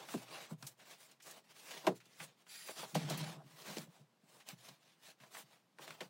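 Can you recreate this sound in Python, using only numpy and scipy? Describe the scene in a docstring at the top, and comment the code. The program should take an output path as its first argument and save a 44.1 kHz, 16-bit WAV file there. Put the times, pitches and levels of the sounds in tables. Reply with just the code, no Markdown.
"""A small, dead room: foam cushions in woven covers are pushed into place on a wooden bed base.
Hands and covers brush in strokes, a hiss of slipping, snagging fibres. Cushions bump the boards
with a slap and a thud. Short snaps come from flicking cloth, the crack of the bumps and small knocks.
One long, fast stroke makes the weave sing; then a shoved cushion sticks and slips on the boards."""
import sys
import numpy as np
from scipy import signal
from scipy.fft import rfft, irfft, next_fast_len
from scipy.io import wavfile
from scipy.ndimage import map_coordinates

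SR = 44100
rng = np.random.default_rng(int(sys.argv[2]) if len(sys.argv) > 2 else 0)


def file_out(sig):
    """Save sig as 16-bit WAV at sys.argv[1]."""
    # one column per channel
    cols = np.atleast_2d(sig).T
    # limit, then scale
    lim = np.clip(cols, -1, 1)
    pcm = np.round(lim * 32767).astype(np.int16)
    wavfile.write(sys.argv[1], SR, pcm)


N = 268569
TIME_S = np.arange(N) / SR
GRID_HZ = np.geomspace(30, 16000, 60)


def gain_of(db):
    """Decibels to amplitude."""
    return 10 ** (np.asarray(db) / 20)


def unit_rms(x):
    """Scales to an rms of one."""
    return x / np.sqrt(np.mean(x ** 2) + 1e-20)


def lookup(points, hz):
    """Interpolates a table over log frequency."""
    freq_hz, value = np.transpose(points)
    return np.interp(np.log(hz + 1), np.log(freq_hz + 1), value)


def add(mix, start_s, sound):
    """Mixes a sound in at start_s."""
    part = mix[max(round(start_s * SR), 0):][:len(sound)]
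    part += sound[:len(part)]


def coloured(x, spectrum):
    """Filters x by a (freq_hz, level_db) curve; unit rms."""
    size = next_fast_len(len(x))
    gain = gain_of(lookup(spectrum, np.fft.rfftfreq(size, 1 / SR)))
    return unit_rms(irfft(rfft(x, size) * gain, size)[:len(x)])


def hump_db(hz, centre_hz, db_per_octave):
    """Rounded spectral peak with straight skirts."""
    return db_per_octave * (.5 - np.hypot(np.log2((hz + 1) / centre_hz), .5))


def wander(knots_per_s):
    """Random line-segment curve; unit rms."""
    knots = rng.standard_normal(8000)
    return unit_rms(np.interp(TIME_S * knots_per_s, np.arange(len(knots)), knots))


def resonate(x, hz, width_hz):
    """Resonance tracking the curve hz."""
    carrier = np.exp(2j * np.pi * np.cumsum(hz) / SR)
    pole = np.exp(-np.pi * width_hz / SR)
    return 2 * (carrier * signal.lfilter([1 - pole], [1, -pole], x / carrier)).real


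def fibre_hiss(snags_per_s=900, spread_db=2.0, snag_gain=0.51):
    """Countless fibres slip as a hiss; some snag and let go as tiny clicks."""
    sizes = gain_of(spread_db * np.minimum(rng.exponential(1, N), 5))
    snags = sizes * rng.choice([-1, 1], N) * (rng.random(N) < snags_per_s / SR)
    return unit_rms(rng.standard_normal(N) + snag_gain * unit_rms(snags))


def stroke_swell(peak_s, rise_s, fall_s, edge_db=-10, flatness=2.1):
    """A stroke speeds up and slows: edge_db at rise_s before its peak and fall_s after."""
    distance = np.maximum((peak_s - TIME_S) / rise_s, (TIME_S - peak_s) / fall_s)
    return gain_of(edge_db * np.minimum(distance, 10) ** flatness)


def shifting_folds(x, depth_db=2.1, patch_s=.03, patch_width=.07):
    """Folds keep changing shape, so narrow colours come and go in the rub."""
    hz, t, spectra = signal.stft(x, SR, nperseg=512, noverlap=384)
    grid = np.meshgrid(np.log2(1 + hz / 700) / patch_width, t / patch_s, indexing="ij")
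    patches = unit_rms(map_coordinates(rng.standard_normal((96, 512)), grid, order=1, mode="wrap"))
    return signal.istft(spectra * gain_of(depth_db * patches), SR, nperseg=512, noverlap=384)[1][:N]


# Cloth friction spectra: freq_hz, level_db
HOLLOW_SPECTRUM = [(70, -54.5), (140, 0), (260, -3), (420, 0.5), (650, 4), (1100, 0), (1700, -9.5),
                   (3500, -58.5)]
RUB_SPECTRUM = [(400, -14.5), (1000, -5), (1600, 2), (2500, 3), (4000, 2), (6000, -3.5), (8500, -11.5),
                (15000, -30.5)]
FIZZ_SPECTRUM = [(3000, -12.5), (6000, -1), (8000, 0), (10000, -2), (12500, -7), (16000, -1.5)]
# Brush strokes: peak_s, rise_s, fall_s, level_db, hollow_offset_db, fizz_offset_db
STROKES = [ (.01, .04, 0.062, -57.5, 1.5, -7.5), (.125, .06, 0.061, -54.5, -4, -1),
           (.2, 0.045, 0.088, -61.5, -0.5, -2.5), (.325, 0.055, 0.12, -54.5, -1.5, -9.5),
           (.405, 0.097, 0.077, -54.5, -11, -8.5), (.518, 0.024, 0.026, -63.5, 5, 0),
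           (.68, 0.073, 0.047, -65, -3.5, 2), (.815, 0.032, 0.038, -68, -1.5, -1.5),
           (0.921, 0.071, 0.053, -59.5, -6, -5), (1.022, 0.04, 0.052, -64, -8, 3),
           (1.095, 0.023, 0.062, -68, -5, -6), (1.28, 0.032, 0.056, -56.5, -4.5, -1.5),
           (1.36, 0.035, 0.05, -64.5, -1.5, -2.5), (1.46, 0.023, .04, -71.5, -7, -5),
           (1.51, 0.022, 0.025, -61.5, -6, -7), (1.6, 0.052, 0.21, -60, -6, -2),
           (1.735, 0.07, 0.093, -52.5, -6.5, -5.5), (1.858, 0.018, 0.062, -58, 8.5, -4.5),
           (1.968, 0.024, 0.023, -66, -14, 1.5), (2.15, .15, 0.061, -68.5, -9, -6.5),
           (2.23, .04, 0.029, -56, -6.5, 1.5), (2.28, .04, 0.065, -69.5, -4, -9),
           (2.405, 0.032, 0.035, -70.5, -6.5, -4), (2.522, 0.041, 0.18, -55, -20, -2.5),
           (2.7, 0.05, 0.042, -57.5, -4, 1.5), (2.802, 0.043, 0.058, -49.5, -4.5, -3),
           (2.906, 0.062, .04, -62.5, -4.5, 1.5), (3.02, 0.057, 0.078, -50.5, -4, -10),
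           (3.118, .035, .06, -48, 1, -8), (3.221, 0.061, 0.075, -48.5, -5, -9),
           (3.31, 0.044, 0.054, -56, -0.5, -7), (3.41, 0.24, 0.029, -79, 17, -2),
           (3.52, 0.092, 0.091, -67.5, -3, -3), (3.599, 0.04, 0.051, -59, -3, -1.5),
           (3.69, 0.048, 0.062, -51.5, -3.5, -3.5), (3.785, 0.065, 0.058, -56, -5, -0.5),
           (3.97, 0.1, 0.058, -71, -0.5, -4), (4.365, 0.1, 0.069, -68.5, -0.5, 0.5),
           (4.5, 0.032, 0.036, -54.5, -5.5, -3), (4.68, 0.095, 0.066, -61, -6.5, -3),
           (4.9, 0.15, 0.066, -70.5, -10, -7), (5.085, 0.066, 0.044, -60, -10, -5),
           (5.235, 0.04, 0.068, -66.5, -3.5, -4.5), (5.395, 0.069, 0.031, -55.5, -4, 1.5),
           (5.53, 0.075, 0.068, -68.5, -4.5, -5), (5.84, 0.042, 0.025, -56.5, -3, -5),
           (5.909, 0.066, 0.058, -59, -2, -5.5), (6.034, 0.049, 0.044, -61.5, 1, -4.5), ]


def brushing(grip_db=1.34, rub_offset_db=-1.6):
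    """Cloth slides with uneven grip: hollow when pressed into the foam, fizzy when light and quick."""
    power = np.zeros((3, N))
    for peak_s, rise_s, fall_s, level_db, hollow_offset_db, fizz_offset_db in STROKES:
        gains = gain_of(level_db) * gain_of([hollow_offset_db, rub_offset_db, fizz_offset_db])
        power += np.outer(gains, stroke_swell(peak_s, rise_s, fall_s)) ** 2
    hollow, rub, fizz = np.sqrt(power)
    sound = hollow * coloured(fibre_hiss(), HOLLOW_SPECTRUM)
    sound += rub * coloured(fibre_hiss(), RUB_SPECTRUM)
    sound += fizz * coloured(fibre_hiss(), FIZZ_SPECTRUM)
    return shifting_folds(sound) * gain_of(grip_db * wander(90))


# Modes of the loaded wooden base: pitch_hz, level_db, t60_s
BASE_MODES = [(122, -12, 0.74), (172.1, -6, 0.15), (230, -10.5, 0.081), (320, 0, 0.05), (375, -0.5, 0.073),
              (503, -10, .06), (555, -2, 0.059), (650, -2, 0.024), (784, -20, 0.031), (1038, 2, 0.031),
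              (1270, -17.5, 0.065), (1580, -3, .06), (2527, -6.5, 0.11)]
# Cushion-on-board contact spectrum: freq_hz, level_db
CONTACT_SPECTRUM = [(60, -45), (120, 8), (200, 3.5), (700, -2), (1200, -8), (4000, -17), (16000, -20)]


def blow(centre_hz, settle_s, puff_db, thud_db, rise_s, ring_db=-6, db_per_octave=13, decay_cycles=14):
    """A damped thud rings the base modes near centre_hz while the foam settles with a dull puff."""
    t = np.arange(SR // 2) / SR
    ring = np.zeros(len(t))
    for pitch_hz, level_db, t60_s in BASE_MODES:
        mode_db = level_db + hump_db(pitch_hz, centre_hz, db_per_octave) - 60 * t / t60_s
        ring += gain_of(mode_db) * np.sin(2 * np.pi * pitch_hz * t)
    colour_db = lookup(CONTACT_SPECTRUM, GRID_HZ) + hump_db(GRID_HZ, centre_hz, db_per_octave)
    puff = coloured(rng.standard_normal(len(t)), np.c_[GRID_HZ, colour_db])
    thud = np.sin(2 * np.pi * centre_hz * t) * np.exp(-t * centre_hz / decay_cycles)
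    settling = np.exp(-(t / (1.34 * settle_s)) ** 1.56)  # damping grows towards rest
    foam = (gain_of(puff_db) * puff + gain_of(thud_db) * thud) * settling
    return np.minimum(t / rise_s, 1) * (gain_of(ring_db) * ring + foam)


# Cushion bumps: start_s, slap_db, slap_hz, thud_db, thud_hz, settle_s
BUMPS = [ (0.084, -55, 700, -54, 185, .009), (0.139, -36, 726, -29, 241, 0.018),
         (.513, -46, 420, -37, 163, 0.016), (0.625, -44, 1370, -46.5, 131.5, .018),
         (1.87, -20, 642, -24.5, 378.3, 0.026), (2.059, -68, 500, -61, 159, 0.015),
         (2.2, -42, 2290, -54, 154.5, 0.038), (2.691, -43.5, 615, -70, 206, 0.032),
         (2.829, -39, 846, -58, 169, 0.034), (2.952, -28, 701, -29.5, 161.2, 0.032),
         (3.104, -40, 628, -42.5, 231, 0.064), (3.675, -61, 600, -49, 203, 0.044),
         (3.769, -39.5, 433, -44.5, 222, 0.04), (3.872, -56.5, 510, -54.5, 174, 0.015),
         (3.991, -70.5, 500, -55, 142, 0.024), (4.23, -79, 400, -54, 202, 0.0098),
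         (4.524, -56, 497, -42.5, 142, 0.0049), (4.684, -52, 700, -53.5, 184, 0.023),
         (5.201, -69, 1500, -63, 138, 0.046), (5.43, -71, 500, -58.5, 128, 0.0093),
         (5.792, -48.5, 1000, -55.5, 336, 0.025), (5.88, -54, 900, -59.5, 157, 0.032),
         (6.009, -39, 528, -51, 181, 0.03), ]


def bumps(sink_s=.003, slap_share=0.46, rock_hz=129.5, rock_db=-13):
    """The cover slaps the boards; then the foam sinks in with a lower thud and rocks the base."""
    out = np.zeros(N)
    for start_s, slap_db, slap_hz, thud_db, thud_hz, settle_s in BUMPS:
        slap = blow(slap_hz, slap_share * settle_s, puff_db=-7, thud_db=-7, rise_s=0.0018)
        thud = blow(thud_hz, settle_s, puff_db=-7.5, thud_db=-2, rise_s=.003, ring_db=-10)
        rock = blow(rock_hz, settle_s, puff_db=-0.5, thud_db=-4, rise_s=0.0011, ring_db=-20)
        add(out, start_s, gain_of(slap_db) * slap)
        add(out, start_s + sink_s, gain_of(thud_db) * (thud + gain_of(rock_db) * rock))
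    return out


# Short snaps: start_s, level_db, centre_hz, decay_s
SNAPS = [ (.086, -45, 1190, 0.0058), (0.14, -42.5, 1280, 0.0024), (0.625, -47, 3800, .0045),
         (.666, -43.5, 6850, 0.012), (.792, -61.5, 1920, 0.033), (1.113, -59.5, 5330, 0.0066),
         (1.199, -61.5, 2100, 0.016), (1.219, -58.5, 5700, 0.029), (1.31, -49.5, 7450, 0.0066),
         (1.866, -34, 2200, 0.011), (2.0, -60.5, 2160, 0.016), (2.054, -64.5, 4500, 0.008),
         (2.196, -53, 2160, 0.015), (2.464, -61, 1400, 0.013), (2.683, -47, 1490, 0.016),
         (2.944, -39, 3100, 0.021), (3.096, -41, 5200, .013), (3.174, -44, 12500, 0.011),
         (3.675, -57, 2500, 0.0079), (3.767, -45.5, 2800, .009), (3.784, -36.5, 3950, 0.00067),
         (4.399, -60, 2080, 0.019), (4.4879, -42.5, 5070, 0.0019), (4.685, -53, 3400, 0.0097),
         (5.2, -60.5, 1890, 0.01), (5.233, -56.5, 830, 0.011), (5.346, -49, 1350, 0.0099),
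         (5.369, -47, 1340, 0.0032), (5.785, -51.5, 1400, 0.0047), (5.877, -49.5, 1850, 0.0061),
         (5.906, -44, 1540, 0.003), (6.005, -43, 1870, 0.012), ]


def snaps(db_per_octave=9.5, rise_share=0.28):
    """Flicking cloth, the crack of cushion bumps and small knocks: each a brief noise burst."""
    out = np.zeros(N)
    t = np.arange(SR // 5) / SR
    for start_s, level_db, centre_hz, decay_s in SNAPS:
        spectrum = np.c_[GRID_HZ, hump_db(GRID_HZ, centre_hz, db_per_octave)]
        burst = coloured(rng.standard_normal(len(t)), spectrum)
        rise_s = rise_share * decay_s
        envelope = np.minimum(t / rise_s, 1) * np.exp(-np.maximum(t - rise_s, 0) / decay_s)
        add(out, start_s, gain_of(level_db) * burst * envelope)
    return out


# Whistles of the weave's ribs: thread_rate_ratio, level_db
RIB_WHISTLES = [(0.457, -3.5), (.705, -7), (1, -2), (1.21, -13)]


def singing_weave(start_s=2.485, length_s=0.37, level_db=-60.5, peak_hz=10500, width_hz=430):
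    """Threads crossed at speed give a fuzzy whistle, with weaker ones from the pattern's other ribs."""
    progress = np.clip((TIME_S - start_s) / length_s, 0, 1)
    arch = np.sin(np.pi * progress ** 0.59)  # the stroke is fastest early
    sag = 1 - .04 * (1 - arch)
    flutter = 1 + 0.0031 * wander(60)
    thread_hz = peak_hz * sag * flutter
    whistles = np.zeros(N)
    for ratio, rib_db in RIB_WHISTLES:
        band = rng.standard_normal(N)
        for _ in range(2):
            band = resonate(band, thread_hz * ratio, width_hz * ratio)
        whistles += gain_of(rib_db) * unit_rms(band)
    return gain_of(level_db) * np.sqrt(abs(arch)) * whistles


def judder(start_s=2.922, rise_s=0.032, hold_s=0.25, level_db=-43.5, fade_db_per_s=77,
           slip_hz=158, jitter=0.1704, lurch_hz=12.46, lurch_peak_s=3.132, lurch_db=4, uneven_db=3.5):
    """A shoved cushion sticks and slips at an unsteady rate: a drone that lurches regularly and fades."""
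    t = TIME_S - start_s
    phase = 2 * np.pi * np.cumsum(slip_hz * (1 + jitter * wander(260))) / SR
    drone = np.sin(phase) + 0.24 * np.sin(2 * phase)
    push_db = level_db - fade_db_per_s * np.maximum(t - hold_s, 0)
    lurch = np.cos(2 * np.pi * lurch_hz * (TIME_S - lurch_peak_s))
    envelope = gain_of(push_db + lurch_db * lurch + uneven_db * wander(150))
    return np.clip(t / rise_s, 0, 1) * envelope * drone


# Room decay: freq_hz, t60_s
ROOM_DECAY = [(120, 0.24), (400, 0.12), (2000, 0.042), (12000, 0.083)]


def room(x, echoes_per_s=2500):
    """Close walls: sparse reflections that die faster in the treble than in the bass."""
    taps = rng.standard_normal(SR // 2) * (rng.random(SR // 2) < echoes_per_s / SR)
    taps[:SR // 250] = 0  # 4 ms pre-delay
    hz, t, spectra = signal.stft(taps, SR, nperseg=256)
    decay = gain_of(-60 * t / lookup(ROOM_DECAY, hz)[:, None])
    tail = signal.istft(spectra * decay, SR, nperseg=256)[1]
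    return signal.fftconvolve(x, tail / np.linalg.norm(tail))[:N]


# Still-room noise spectrum: freq_hz, level_db
ROOM_TONE_SPECTRUM = [(30, -41), (65, -25.5), (120, -0.5), (190, -1), (280, -6.5), (430, -9), (1000, -11.5),
                      (1500, -16.5), (4100, -20), (15500, -33)]


def scene(room_db=-16, room_tone_db=-76):
    """Cloth and cushions close by, over the quiet of the room."""
    near = brushing() + bumps() + snaps() + singing_weave() + judder()
    reflections = gain_of(room_db) * room(near)
    room_tone = gain_of(room_tone_db) * coloured(rng.standard_normal(N), ROOM_TONE_SPECTRUM)
    return (near + reflections + room_tone)[None]


def record(dry, low_cut_hz=122, leak_db=-38, high_cut_hz=15900):
    """Steep microphone bass cut with a slight leak, then the band limit."""
    highpass = signal.butter(8, low_cut_hz, "high", fs=SR, output="sos")
    lowpass = signal.firwin(511, high_cut_hz, window=("kaiser", 9), fs=SR)
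    thinned = signal.sosfilt(highpass, dry) + gain_of(leak_db) * dry
    return signal.oaconvolve(thinned, lowpass[None], "same")


dry = scene()
out = record(dry)
file_out(out)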